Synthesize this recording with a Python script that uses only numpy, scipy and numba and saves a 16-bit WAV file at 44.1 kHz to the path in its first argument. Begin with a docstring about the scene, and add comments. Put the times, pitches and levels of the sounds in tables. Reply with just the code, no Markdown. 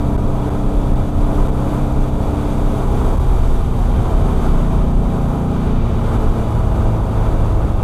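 """Inside an old air-cooled car at road speed: buffeting wind, tyre roar and window hiss, all filtered noise.
The flat-four, sines on orders of its cycle, cruises to 2.7 s, coasts losing revs, pulls lightly and lumpily
from 4.2 s, then coasts down smoothly from 5.8 s to the end; a thin whine follows its speed throughout.
Up to 3.2 s pressure surges now and then pin the microphone and fine detail drops out for a few ms.
Roar and hiss swell as walls, verges and traffic go by, and dip briefly together."""
import sys
import numpy as np
from scipy import signal
from scipy.fft import rfft, irfft, next_fast_len
from scipy.io import wavfile
from scipy.ndimage import uniform_filter1d
from numba import njit

SR = 44100
rng = np.random.default_rng(int(sys.argv[2]) if len(sys.argv) > 2 else 0)


def store_pcm(level_fs):
    """Save levels as 16-bit WAV."""
    pcm = np.round(np.clip(level_fs, -1, 1) * 32767).astype(np.int16)
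    wavfile.write(sys.argv[1], SR, np.atleast_2d(pcm).T)


N = 345303


def undb(db):
    """Decibels to amplitude gain."""
    return 10 ** (np.asarray(db) / 20)


def curves(table):
    """Each column of a table after its time column, interpolated sample by sample."""
    time_s, *columns = np.transpose(table)
    return [np.interp(np.arange(N) / SR, time_s, column) for column in columns]


def walk(rate_hz, step=1):
    """Random levels held 1 / rate_hz and slewed twice; spread 1; one value every step samples."""
    hold = int(SR / step / rate_hz)
    count = len(range(0, N, step))
    held = np.repeat(rng.standard_normal(count // hold + 1), hold)
    slewed = uniform_filter1d(uniform_filter1d(held, hold), hold)[:count]
    return slewed / slewed.std()


def lift(hz, rings):
    """Summed dB lift of a set of resonances."""
    return sum(lift_db / (1 + (2 * (hz - ring_hz) / width_hz) ** 2) for ring_hz, width_hz, lift_db in rings)


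def noise(colour, flicker_db, rate_hz, rings=()):
    """Coloured noise of rms 1 in overlapping octave bands that each flicker alone."""
    size = next_fast_len(N)
    hz = np.arange(1, size // 2 + 2) * SR / size
    colour_hz, colour_db = np.array(colour).T
    db = np.interp(np.log(hz), np.log(colour_hz), colour_db, left=-99, right=-99) + lift(hz, rings)
    spectrum = undb(db) * rfft(rng.standard_normal(size))
    octave = np.log2(hz)
    out = 0
    for centre in np.arange(np.floor(np.log2(colour_hz[0])), np.log2(colour_hz[-1]) + 1):
        share = np.clip(1 - abs(octave - centre), 0, 1)
        band = irfft(spectrum * share, size)[:N]
        out = out + undb(flicker_db * walk(rate_hz)) * band
    return out / out.std()


def throttle():
    """Shares of shut (coasting), light pull and steady cruise, summing to 1."""
    # start_s, pull_share, cruise_share
    throttle_shares = [(0, 0, 1), (2.74, 0, 1), (2.88, 0, 0), (4.03, 0, 0), (4.2, 1, 0), (5.74, 1, 0),
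                       (5.82, 0, 0), (7.83, 0, 0)]
    pull, cruise = curves(throttle_shares)
    return 1 - pull - cruise, pull, cruise


def revs():
    """Engine cycle rate (two crank turns per cycle) and its running phase in radians."""
    # start_s, cycle_hz: holds at cruise and under light pull, sags when coasting
    rev_points = [(0, 32.43), (.4, 32.29), (1.8, 32.84), (2.65, 32.4), (4.1, 29.7), (4.6, 29.42),
                  (5.0, 29.21), (5.75, 29.16), (7.0, 26.97), (7.83, 25.85)]
    cycle_hz, = curves(rev_points)
    return 2 * np.pi * np.cumsum(cycle_hz) / SR, cycle_hz


def engine(cycle, cycle_hz):
    """Orders of the cycle; uneven cylinders on throttle fill in the orders between the firings."""
    # order (firing note is 4), shut_db, pull_db, cruise_db; rms before booms and slow build
    order_levels = [(2, -25.5, -26, -38), (4, -25, -28, -25), (5, -36.5, -26.5, -42),
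                    (6, -34.5, -27.5, -31.5), (7, -43.5, -29, -37.5), (8, -35, -33.5, -45),
                    (9, -57, -30.5, -30.5), (10, -44, -40, -68), (11, -53, -45, -45), (12, -38, -43, -40),
                    (13, -42, -38, -38), (14, -55, -42, -46), (15, -42, -45.5, -43), (16, -52, -45, -45),
                    (17, -55, -57, -40), (19, -47.5, -43, -42), (20, -65, -53, -42.5),
                    (21, -46, -49.5, -41.5), (22, -44.5, -44, -43), (23, -66, -47, -47)]
    # cabin air and panel booms that the orders slide through: ring_hz, width_hz, lift_db
    booms = [(105.99, 14.4, 3.5), (155.3, 13.4, 3), (192.3, 10, 1.5), (228.5, 21.3, 8.5), (294, 7.5, 3),
             (385, 9.7, 4.5), (436, 14, 3.5)]
    # orders that start weak as the pull begins: order, initial_shortfall_db
    slow_orders = [(4, 10), (5, 2), (6, 3), (7, 13), (8, 2), (9, 6.5)]
    pull_from_s, build_s = 4.2, 0.45
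    step = 8  # no treble here, so drawn at an eighth of the sample rate

    shut, pull, cruise = (share[::step] for share in throttle())
    cycle_hz = cycle_hz[::step]
    cycle = cycle[::step] + 0.035 * walk(6., step)  # crank hunts a little (radians of cycle)
    short_db = dict(slow_orders)
    pull_age_s = np.maximum(np.arange(0, N, step) / SR - pull_from_s, 0)
    unbuilt = np.exp(-pull_age_s / build_s)
    out = 0
    for order, shut_db, pull_db, cruise_db in order_levels:
        built_db = pull_db - short_db.get(order, 0) * unbuilt
        gain = shut * undb(shut_db) + pull * undb(built_db) + cruise * undb(cruise_db)
        gain = gain * undb(lift(order * cycle_hz, booms) + 0.99 * walk(7., step))
        chirp = .5 * order ** 2  # radians; higher orders arrive later, so each cycle is a rising chirp
        out = out + gain * np.sqrt(2) * np.sin(order * cycle - chirp)
    for order in range(24, 44):  # faint clatter orders of valves and gears
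        db = -46. - 0.76 * (order - 24) + 1.5 * rng.standard_normal()
        db = db + 1.0 * (pull + cruise) + 3.6 * walk(2.984, step)
        out = out + undb(db) * np.sin(order * cycle + 2 * np.pi * rng.random())
    return signal.resample_poly(out, step, 1)[:N]


def whine(cycle, cycle_hz):
    """A thin wavering tone locked to engine speed, likely the belt-driven cooling fan in a ringing shroud."""
    # shroud resonance: ring_hz, width_hz, lift_db
    shroud = [(3125, 80, 6)]
    # shut_db, pull_db, cruise_db; rms before shroud and waver
    whine_levels = (-62.5, -65.5, -63)
    order = 104.5
    waver = undb(2.5 * walk(9.) + lift(order * cycle_hz, shroud))
    gain = sum(share * undb(db) for share, db in zip(throttle(), whine_levels))
    phase_wander_rad = 2. * walk(12.)
    return gain * waver * np.sqrt(2) * np.sin(order * cycle + phase_wander_rad)


def buffet(level_db):
    """Wind beating on the cabin: very low noise in random gusts."""
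    # pitch_hz, relative_level_db
    buffet_colour = [(9, -32), (16, -5.5), (27, 2), (40, -1.5), (52, -23.5), (90, -17)]
    gust_db, gusts_hz = 1.5, 10.
    return undb(level_db + gust_db * walk(gusts_hz)) * noise(buffet_colour, 0.2, 3.04)


def rumble(level_db):
    """Road rumble: low noise whose octaves flicker."""
    # pitch_hz, relative_level_db
    rumble_colour = [(30, 0.5), (48, -1.5), (78, 3.5), (105, -4.5), (200, -13), (400, -27.5)]
    return undb(level_db) * noise(rumble_colour, 1.06, 11.)


def roar(level_db, cycle):
    """Tyres and drivetrain through the floor; the engine's share throbs with cycle, crank and firing."""
    # pitch_hz, relative_level_db
    roar_colour = [(60, 0.5), (150, 2), (300, 4), (420, 0.5), (520, -0.5), (650, -2.5), (830, -1.5),
                   (1000, -3.5), (1280, -6.5), (1500, -12.5), (1750, -24.5), (2600, -30.5)]
    # floor-pan resonances: ring_hz, width_hz, lift_db
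    pan = [(436, 36, 6), (527.6, 18, 5), (653, 27, 7.5), (826, 43, 2.5), (987, 36, 3), (1250, 33, 3)]
    throb = 1 + 0.025 * np.cos(cycle) + 0.031 * np.cos(2 * cycle)
    throb = throb + 0.12 * np.cos(4 * cycle) + 0.057 * np.cos(6 * cycle)
    return undb(level_db) * throb * noise(roar_colour, 0.57, 7., pan)


def hiss(level_db, bright_db):
    """Air tearing past the window edges in quick eddies that lift the whole treble."""
    # pitch_hz, relative_level_db
    hiss_colour = [(1200, -3), (2000, -3.5), (2800, -5), (3800, -4.5), (4100, -12), (4700, -10.5),
                   (5200, -15.5), (6000, -11.5), (9400, -14.5), (12500, -16.5), (14900, -23)]
    # cabin trim and microphone housing: ring_hz, width_hz, lift_db
    trim_rings = [(2350, 81, 6), (3490, 260, 1.5), (4520, 200, 2.5), (6430, 500, 1), (8220, 600, 3),
                  (10500, 600, 2)]
    eddies_db = 0.3 * walk(45.) + 0.33 * walk(150.)
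    air = noise(hiss_colour, 0.13, 23.0, trim_rings)
    dull = signal.sosfiltfilt(signal.butter(2, 5500, fs=SR, output="sos"), air)
    return undb(level_db + eddies_db) * (dull + undb(bright_db) * (air - dull))


def dips():
    """Summed dB of brief level dips: a quick fall, a slower return."""
    # centre_s, depth_db (negative is a rise), before the scaling for roar
    dip_points = [(.2, 1.5), (1.11, 4), (1.51, 6.5), (1.81, 1.5), (2.11, 5), (2.85, 1), (3.17, 0.5),
                  (4.76, 0.5), (5.47, 2), (5.64, -0.5), (6.18, 4), (6.7, 1.5), (7.04, -0.5)]
    fall_s, recover_s = 0.0095, 0.04  # time constants
    out_db = np.zeros(N)
    for centre_s, depth_db in dip_points:
        late_s = np.arange(N) / SR - centre_s
        out_db -= depth_db * np.exp(-np.where(late_s < 0, -late_s / fall_s, late_s / recover_s))
    return out_db


def scene():
    """All sources as they reach the dashboard."""
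    # swells as walls, verges and traffic go by; base levels, offset below:
    # start_s, hiss_db, hiss_top_db, roar_db
    rush = [(0, -46, -7, -32), (1.1, -44.5, -7, -30.5), (1.45, -43.5, -6, -28.5), (2.0, -44, -7, -31),
            (2.5, -43, -7.5, -30.5), (3.1, -44, -5, -29), (3.5, -45, -6.5, -33.5), (4.1, -43, -7.5, -28.5),
            (4.45, -41.5, -8, -28), (4.9, -46, -9, -32.5), (5.4, -45, -6.5, -29), (5.8, -42, -15, -32),
            (6.15, -42, -8, -25.5), (6.45, -45, -8, -30), (7.35, -44, -8.5, -28.5), (7.83, -45.5, -9, -30)]
    # start_s, buffet_db, rumble_db
    lows = [(0, -15.5, -19), (.75, -17.5, -21.5), (1.7, -15, -20), (2.5, -18, -19.5), (3.4, -13, -20),
            (3.75, -16.5, -19.5), (4.1, -16.5, -18.5), (4.95, -14.5, -21.5), (5.55, -20, -22),
            (6.35, -15.5, -18), (6.9, -19, -18.5), (7.83, -16.5, -19.5)]
    top_share_db = -7.5  # the hiss_top_db that leaves the hiss colour unchanged
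    roar_lift_db = 4  # raises the whole roar
    surge_db, surge_hz = .6, 14.  # quick surges shared by roar and hiss, before the scaling for roar

    cycle, cycle_hz = revs()
    hiss_db, top_db, roar_db = curves(rush)
    buffet_db, rumble_db = curves(lows)
    shared_db = surge_db * walk(surge_hz) + dips()
    motor = engine(cycle, cycle_hz) + whine(cycle, cycle_hz)
    low = buffet(buffet_db) + rumble(rumble_db)
    road = roar(roar_db + roar_lift_db + 1.45 * shared_db, cycle)
    air = hiss(hiss_db + shared_db, top_db - top_share_db)
    return (motor + low + road + air)[None]


@njit
def follow(x, attack, release):
    """Peak follower: quick to rise, slow to fall."""
    out, level = np.empty(len(x)), 0.
    for i in range(len(x)):
        level += (x[i] - level) * (attack if x[i] > level else release)
        out[i] = level
    return out


def record(dry):
    """A pinned diaphragm passes only the slow swing; a limiter ducks after big swings and the top is cut."""
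    # microphone pinned by pressure surges: start_s, length_ms (edges smoothed below)
    pinned = [(0.1666, 10.8), (0.4954, 6.0), (0.5027, 1.0), (0.6299, 1.0), (0.9448, 3.0), (0.949, 1.5),
              (0.9513, 2.2), (1.4762, 1.3), (1.4776, 4.0), (1.933, 2.1), (2.0702, 1.6), (2.3629, 2.8),
              (3.1642, 3.8), (3.1872, 2.0), (3.1901, 6.2)]
    free = np.ones(N)
    for start_s, length_ms in pinned:
        free[int(start_s * SR):int((start_s + length_ms / 1000) * SR)] = 0
    free = uniform_filter1d(uniform_filter1d(free, size=12), size=12)
    swing = signal.sosfiltfilt(signal.butter(3, 150, fs=SR, output="sos"), dry)
    heard = swing + free * (dry - swing)

    attack_s, release_s = .001, .06
    peak = follow(abs(heard[0]), 1 / (attack_s * SR), 1 / (release_s * SR))
    limited = heard * np.minimum(1, .52 / (peak + 1e-9)) ** .7
    rounded = limited / (1 + (limited / .76) ** 8) ** (1 / 8)  # soft ceiling at .76
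    top_hz = 15030
    return signal.sosfilt(signal.ellip(10, .2, 80, top_hz, fs=SR, output="sos"), rounded)


dry = scene()
out = record(dry)
store_pcm(out)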